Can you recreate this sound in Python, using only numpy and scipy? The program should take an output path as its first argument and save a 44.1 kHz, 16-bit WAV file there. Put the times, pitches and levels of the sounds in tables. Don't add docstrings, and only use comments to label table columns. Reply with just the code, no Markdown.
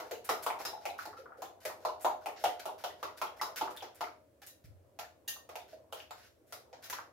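import sys
import numpy as np
from scipy import signal
from scipy.fft import rfft, irfft, next_fast_len
from scipy.io import wavfile

SR = 44100
rng = np.random.default_rng(int(sys.argv[2]) if len(sys.argv) > 2 else 0)


def waveform_to_disk(signal):
    frames = np.transpose(np.atleast_2d(signal))
    scaled = np.clip(frames, -1, 1) * 32767
    samples = np.round(scaled).astype(np.int16)
    wavfile.write(sys.argv[1], SR, samples)


N = 314256
LENGTH = 16384
T, HZ = np.arange(LENGTH) / SR, np.fft.rfftfreq(LENGTH, 1 / SR)
BEATING_ENDS_S = 4.2

# start in seconds, plop level in dB, air pocket pitch and width in Hz,
# squelch pitch in Hz, squelch in dB over the smack, smack level in dB, spray level in dB.
STROKES = [(0.0, -45.5, 855, 450, 1940, -13, -53, -59), (0.11, -44, 590, 313, 6300, -6, -48, -52),
           (0.29, -32, 890, 396, 1990, -7, -39, -43), (0.463, -34, 1110, 420, 2420, -30, -47.5, -47),
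           (0.65, -45, 905, 560, 4930, -12, -44.5, -47), (0.853, -39.5, 710, 132, 2340, 2, -45, -52.5),
           (1.053, -47, 850, 157, 4340, -6, -55, -59), (1.419, -44, 804, 210, 6160, -4.5, -52.5, -55.5),
           (1.651, -40.5, 547, 180, 1950, -5.5, -44, -47), (1.849, -33.5, 834, 290, 4080, -3, -49, -55),
           (2.045, -30, 724, 250, 6300, -5, -45, -48), (2.258, -38.5, 823, 129, 2390, 3, -48, -54.5),
           (2.438, -28.5, 710, 90, 3090, -21, -42.5, -45), (2.654, -40.5, 766, 218, 2870, -5, -53, -54),
           (2.838, -39, 802, 260, 3050, -3, -45.5, -52.5), (3.027, -40, 935, 218, 2400, -16, -49.5, -56),
           (3.214, -35.5, 1020, 290, 2370, -3.5, -45, -51), (3.412, -36, 1010, 237, 5170, -18, -45, -50),
           (3.61, -34, 875, 175, 2830, -6, -48, -57), (3.822, -46.5, 825, 253, 3610, -28, -53.5, -63.5),
           (4.007, -37, 823, 169, 2120, -26, -48, -56), (4.988, -46, 762, 458, 6200, -8.5, -48, -53),
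           (5.49, -51.5, 610, 513, 2340, -20, -59.5, -64.5),
           (5.554, -45.5, 700, 230, 2420, -4.5, -51, -56.5), (5.924, -45.5, 810, 473, 3030, 4, -51, -54),
           (6.107, -49, 870, 440, 6800, -4.5, -54, -60.5),
           (6.523, -50.5, 740, 505, 4880, -13, -51.5, -52.5),
           (6.728, -53.5, 730, 330, 6000, -17, -60.5, -82),
           (6.898, -54.5, 1030, 450, 5900, -5, -45.5, -46.5), (6.926, -44.5, 930, 170, 5950, -20, -46, -54)]
# frequency in Hz, gain in dB.
SMACK_COLOUR = [(900, -14.5), (1500, 3.5), (2200, -0.5), (3300, -3.5), (5500, -1), (7000, -9.5),
                (9000, -22)]
SPRAY_COLOUR = [(5000, -33.5), (7000, -5), (9000, -5), (12000, -1.5), (14500, -4.5), (16000, -11.5)]


def strokes():
    # pitch in Hz, width in Hz, gain in dB.
    hollow_tones = [(623.5, 3.2, 8), (712.6, 6.5, 6.5), (872, 52, -4), (1320, 78, -1), (1393, 100, 4)]
    out = np.zeros((2, N))
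    smack, spray = causal(SMACK_COLOUR), causal(SPRAY_COLOUR)
    body = causal([(100, -24.5), (250, -10.5), (450, 5.5), (1200, 1.5), (1800, -11.5), (4000, 1),
                   (9000, -34)])
    body *= 1 + sum(amp(db) * resonance(hz, width) for hz, width, db in hollow_tones)
    closing = delay(0.001471)
    for s, plop_db, hz, width, squelch_hz, squelch_db, smack_db, spray_db in STROKES:
        slap = closing + 0.5 * crackle(np.exp(-T / 0.0075), rate=760, spread_db=3.5)
        plop = irfft(slap * resonance(hz, width) * body * kitchen(direct_db=-7))
        cut = (1 - np.exp(-T / 0.00088)) * np.exp(-T / 0.005)
        tearing = film(cut, rate=2000, direct_db=-8) + 0.5 * closing * kitchen(direct_db=-4)
        squelch = unit(irfft(tearing * resonance(squelch_hz, 0.4 * squelch_hz) ** 2))
        wet = unit(irfft(tearing * smack)) + amp(squelch_db) * squelch
        for sound, db in ((plop, plop_db), (wet, smack_db), (irfft(tearing * spray), spray_db)):
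            add(out, s, amp(db) * unit(sound, seconds=0.05))
    return out


def swishes():
    # start and length in seconds, smack level in dB, spray level in dB.
    hard_drags = [(0.246, 0.0048, -61, -49.5), (0.426, 0.013, -52, -48), (0.589, .029, -51, -56),
                  (0.981, 0.05, -54, -59.5), (1.168, 0.029, -62, -69), (2.008, 0.023, -63, -52.5),
                  (2.361, 0.051, -56, -81), (2.45, .0033, -48, -66), (2.594, 0.0043, -48.5, -55),
                  (2.78, 0.035, -61.5, -64.5), (3.172, 0.012, -55.5, -56.5), (3.56, 0.024, -43, -46),
                  (3.702, .008, -60, -61.5), (3.765, 0.0092, -54.5, -54.5), (3.946, 0.014, -68.5, -61.5),
                  (4.418, 0.018, -57, -62), (4.465, 0.0075, -61, -51.5), (4.64, 0.015, -67.5, -68),
                  (5.68, 0.061, -65, -71.5), (5.969, 0.056, -58.5, -67), (6.166, .11, -63, -70),
                  (6.467, 0.074, -75, -71), (6.822, 0.046, -55.5, -59.5)]
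    out = np.zeros((2, N))
    smack, spray = causal(SMACK_COLOUR), causal(SPRAY_COLOUR)
    lead_s, dip_s = 0.047, 0.036
    dips = [(s - lead_s, dip_s, smack_db - 19.5, spray_db - 18.5)
            for s, *_, smack_db, spray_db in STROKES if lead_s < s < BEATING_ENDS_S]
    for s, length, smack_db, spray_db in hard_drags + dips:
        drag = np.exp(-np.maximum(T - length, 0) / 0.0065)
        tearing = film(drag, rate=1200, direct_db=-3, count=2)
        tearing += 0.2 * kitchen(direct_db=-11)
        for colour, db in ((smack, smack_db), (spray, spray_db)):
            add(out, s, amp(db) * unit(irfft(tearing * colour), seconds=max(length, 0.008)))
    return out


def film(envelope, rate, direct_db, count=3):
    tears = (crackle(envelope, rate / count, spread_db=2) * kitchen(direct_db) for _ in range(count))
    return sum(tears) / np.sqrt(count)


def crackle(envelope, rate, spread_db):
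    present = rng.random(LENGTH) < rate / SR
    sizes = rng.choice([-1, 1], LENGTH) * amp(spread_db * np.clip(rng.standard_normal(LENGTH), -2, 2))
    bursts = present * sizes * envelope
    return rfft(bursts / (np.linalg.norm(bursts) + 1e-12))


def bubbles():
    # start in seconds, relative level in dB, pitch in Hz, life in cycles.
    single_pops = [(0.124, -41, 468, 7.4), (0.302, -39.5, 427, 2.6), (0.5015, -31.5, 870, 2.1),
                   (0.503, -42, 2220, 2.5), (0.548, -43.5, 912, 2.5), (0.602, -40.5, 750, 1),
                   (0.731, -39.5, 844, 9.9), (0.888, -41, 780, 6.6), (0.989, -37.5, 1356, 4.2),
                   (1.13, -49.5, 1290, 3.4), (1.169, -49, 1336, 12), (1.188, -46.5, 500, 7.2),
                   (1.258, -49.5, 1330, 3.5), (1.32, -50, 1350, 4.9), (1.384, -47.5, 522, 4.2),
                   (1.7, -42.5, 910, 1), (1.891, -35, 990, 5.1), (2.064, -25.5, 900, 2.4),
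                   (2.453, -37.5, 2990, 2.3), (2.688, -39.5, 860, 2.3), (3.397, -47, 2000, 16),
                   (3.622, -44, 350, 2.6), (3.676, -39, 1090, 0.61), (3.772, -48, 3530, 9.8),
                   (3.807, -50.5, 3130, 5.3), (4.039, -47, 2110, 5.8), (4.071, -46, 1290, 2.7),
                   (4.419, -57.5, 777, 6.9), (5.362, -53, 990, 0.82), (5.73, -45, 619, 8),
                   (6.002, -50, 2850, 3.4), (6.986, -41, 1230, 0.45)]
    out = np.zeros((2, N))
    gulp_hz, gulp_cycles, typical_plop_db = 412, 2.44, -34
    gulps = [(s + 0.016, -50 + 0.17 * (plop_db - typical_plop_db), gulp_hz, gulp_cycles)
             for s, plop_db, *_ in STROKES if s < BEATING_ENDS_S]
    froth_lag_s, froth_hz, froth_cycles = 0.044, 2250, 12
    scatter = rng.uniform(-1, 1, (len(STROKES), 2))
    froth = [(s + froth_lag_s * (1 + wait / 2), smack_db - 9, froth_hz * np.exp(0.57 * pitch),
              froth_cycles) for (s, *_, smack_db, _), (wait, pitch) in zip(STROKES, scatter)]
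    for s, db, hz, cycles in single_pops + gulps + froth:
        soft = resonance(hz, 0.97 * hz)
        pop = irfft(rfft(bubble(T, hz, max(cycles, 1), rise=0.04)) * soft * kitchen(direct_db=-4))
        add(out, s, amp(db - 3.5) * unit(pop, seconds=0.025))
    return out


def bubble(t, hz, cycles, rise):
    age = t * hz / cycles
    glide = 1 + rise * (np.minimum(age, 2) - 1)
    return np.sin(2 * np.pi * hz * t * glide) * np.exp(-2 * age) * (1 - np.exp(-2 * t * hz))


def slosh(count=1100):
    # time in seconds, relative level in dB, typical pitch in Hz.
    gurgle_course = [(0.0, -42.5, 865), (0.22, -58, 470), (0.26, -57, 1010), (0.36, -45, 748),
                     (0.5, -47.5, 954), (0.93, -54, 690), (0.99, -44, 1330), (1.23, -59.5, 585),
                     (1.27, -52, 1020), (1.76, -61, 560), (1.82, -54, 850), (2.5, -51.5, 710),
                     (3.14, -57, 910), (3.67, -45, 910), (4.23, -78, 657), (5.77, -61, 648),
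                     (6.23, -73, 880), (6.35, -74, 507), (6.99, -53, 998), (7.13, -63, 693)]
    times, level_db, centre_hz = np.transpose(gurgle_course)
    pops = np.zeros(N)
    scatter = np.clip(rng.standard_normal((count, 3)), -1.6, 1.8)
    for s, (pitch, size, late) in zip(np.linspace(0, N / SR, count), scatter):
        hz = np.interp(s, times, centre_hz) * np.exp(0.33 * pitch)
        add(pops, s + 0.0074 * late, amp(3.4 * size) * bubble(T[:2000], hz, cycles=4, rise=0.036))
    in_room = signal.fftconvolve(pops[None], irfft(kitchen(direct_db=-8)), axes=1)[:, :N]
    return unit(in_room) * amp(np.interp(np.arange(N) / SR, times, level_db) - 5)


def clinks():
    # start in seconds, relative levels of utensil and glass in dB.
    contacts = [(0.294, -53, -50), (0.651, -50, -44.5), (3.414, -47, -46.5), (4.472, -56, -70),
                (5.277, -36, -83), (5.921, -65, -76), (6.837, -53.5, -61)]
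    # pitch in Hz, relative level in dB, seconds to fall 60 dB.
    steel_modes = [(1835, -7.5, 0.15), (1836, -13, .12), (2796, 2, 0.055), (3210, -15, 0.071),
                   (3880, 10.5, 0.02), (4700, -3, 0.055), (6160, 1, 0.094), (6470, 5, 0.029),
                   (6760, 2.5, 0.055), (8700, -3, 0.055), (9050, -6, .06), (10400, -18, 0.072),
                   (11910, -3, 0.11), (14000, 1, 0.047), (14110, 3, .08), (13100, 2.5, 0.062),
                   (14740, -2, .05), (15510, -2, .05)]
    glass_modes = [(3340, -17, 0.031), (3924, -11.5, 0.22), (5200, -3, .06), (5190, 1.5, 0.027),
                   (11420, -13, 0.03)]
    out = np.zeros((2, N))
    bright = causal([(500, -14.5), (1500, -7.5), (2200, -10.5), (3000, -4.5), (6500, -5), (8000, -13.5),
                     (11000, -3), (14300, -4), (16000, -5.5)])
    build = 1 - np.exp(-T / 0.002)
    for s, steel_db, glass_db in contacts:
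        room = kitchen(direct_db=-8)
        chatter = crackle(build * np.exp(-T / 0.012), rate=2000, spread_db=4) * bright
        steel = rfft(build * ring(steel_modes))
        glass = rfft(ring(glass_modes))
        for spectrum, db in ((chatter, steel_db - 4.5), (steel, steel_db - 4.5), (glass, glass_db)):
            add(out, s, amp(db) * unit(irfft(spectrum * room), seconds=0.05))
    return out


def ring(modes):
    return sum(amp(db + rng.normal(0, 0.54) - 60 * T / t60) * np.sin(2 * np.pi * hz * T)
               for hz, db, t60 in modes)


def thud():
    out = np.zeros((2, N))
    bump = irfft(rfft(bubble(T, hz=99, cycles=2.5, rise=0.027)) * kitchen(direct_db=1))
    boom = np.sin(2 * np.pi * 88 * T) * np.exp(-((T - 0.16) / 0.075) ** 2)
    add(out, 4.643, amp(-56) * unit(bump, seconds=0.05) + amp(-59.5) * boom)
    return out


def kitchen(direct_db):
    # frequency in Hz, seconds for the tail to fall 60 dB.
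    decay_times = [(200, 0.51), (550, 0.34), (1400, 0.3), (3700, 0.32), (10000, 0.27), (16000, 0.25)]
    # frequency in Hz, left-right correlation of the tail.
    tail_likeness = [(100, 0.27), (300, 0.73), (700, 0.37), (1500, -0.02), (4000, -0.019), (12000, -0.21)]
    hz, t, bands = signal.stft(irfft(stereo_noise(tail_likeness, LENGTH)), SR, nperseg=256)
    decay = amp(-60 * t / along(decay_times, hz)[:, None])
    tail = signal.istft(bands * decay, SR, nperseg=256)[1][:, :LENGTH]
    tail *= 1 - np.exp(-T / 0.00077)
    skew_s = np.array([[-1], [1]]) / SR
    direct = delay(8 / SR + skew_s * rng.normal(0.28, 0.34))
    echo = delay(0.0062 + rng.normal(0, 0.0001) - 2.04 * skew_s) / (1 + 1j * HZ / 6000)
    return rfft(tail) / np.linalg.norm(tail[0]) + amp(direct_db) * (direct + echo)


def room_tone():
    # frequency in Hz, gain of the noise in dB.
    air_colour = [(20, -28.5), (40, -42), (60, -15), (85, -10), (120, -14), (170, -26.5), (300, -15),
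                  (420, -20), (580, -12), (800, -32), (1500, -34), (4000, -42.5), (16000, -42.5)]
    # frequency in Hz, left-right correlation of the noise.
    air_likeness = [(60, 0.77), (300, 0.73), (700, 0.29), (2000, 0.068)]
    colour = amp(along(air_colour, np.fft.rfftfreq(N, 1 / SR)))
    air = unit(irfft(stereo_noise(air_likeness, N) * colour, N))
    hum = np.sin(2 * np.pi * 88 * np.arange(N) / SR)
    return amp(-67.5) * air + amp(-77.5) * hum


def stereo_noise(likeness, size):
    turn = np.arccos(np.clip(along(likeness, np.fft.rfftfreq(size, 1 / SR)), -1, 1)) / 2
    mid, side = rfft(rng.standard_normal((2, size))) * [np.cos(turn), np.sin(turn)]
    return np.array([mid + side, mid - side])


def resonance(hz, width):
    return 1j * HZ * width / (hz * hz - HZ ** 2 + 1j * HZ * width)


def delay(seconds):
    return np.exp(-2j * np.pi * HZ * seconds)


def causal(points):
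    cepstrum = irfft(np.log(amp(along(points, HZ))))
    cepstrum[1:LENGTH // 2] *= 2
    cepstrum[LENGTH // 2 + 1:] = 0
    return np.exp(rfft(cepstrum))


def along(points, hz):
    frequencies, values = np.transpose(points)
    return np.interp(np.log(hz + 1), np.log(frequencies), values)


def amp(db):
    return 10 ** (np.asarray(db) / 20)


def unit(x, seconds=None):
    head = x if seconds is None else x[..., :max(8, int(seconds * SR))]
    return x / np.sqrt(np.mean(head ** 2) + 1e-20)


def add(track, s, sound):
    start = min(max(0, round(s * SR)), N - 1)
    track[..., start:start + sound.shape[-1]] += sound[..., :N - start]


def scene():
    bowl = strokes() + swishes() + bubbles() + slosh() + clinks()
    return bowl * amp([[0.3], [-0.3]]) + thud() + room_tone()


def record(dry):
    bottom_hz, top_hz = 42, 15900
    size = next_fast_len(N + SR // 4)
    low_cut = signal.sosfilt(signal.butter(2, bottom_hz, "highpass", fs=SR, output="sos"), dry)
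    band_limit = 1 / (1 + (np.fft.rfftfreq(size, 1 / SR) / top_hz) ** 160)
    return irfft(rfft(low_cut, size) * band_limit, size)[:, :N]


dry = scene()
out = record(dry)
waveform_to_disk(out)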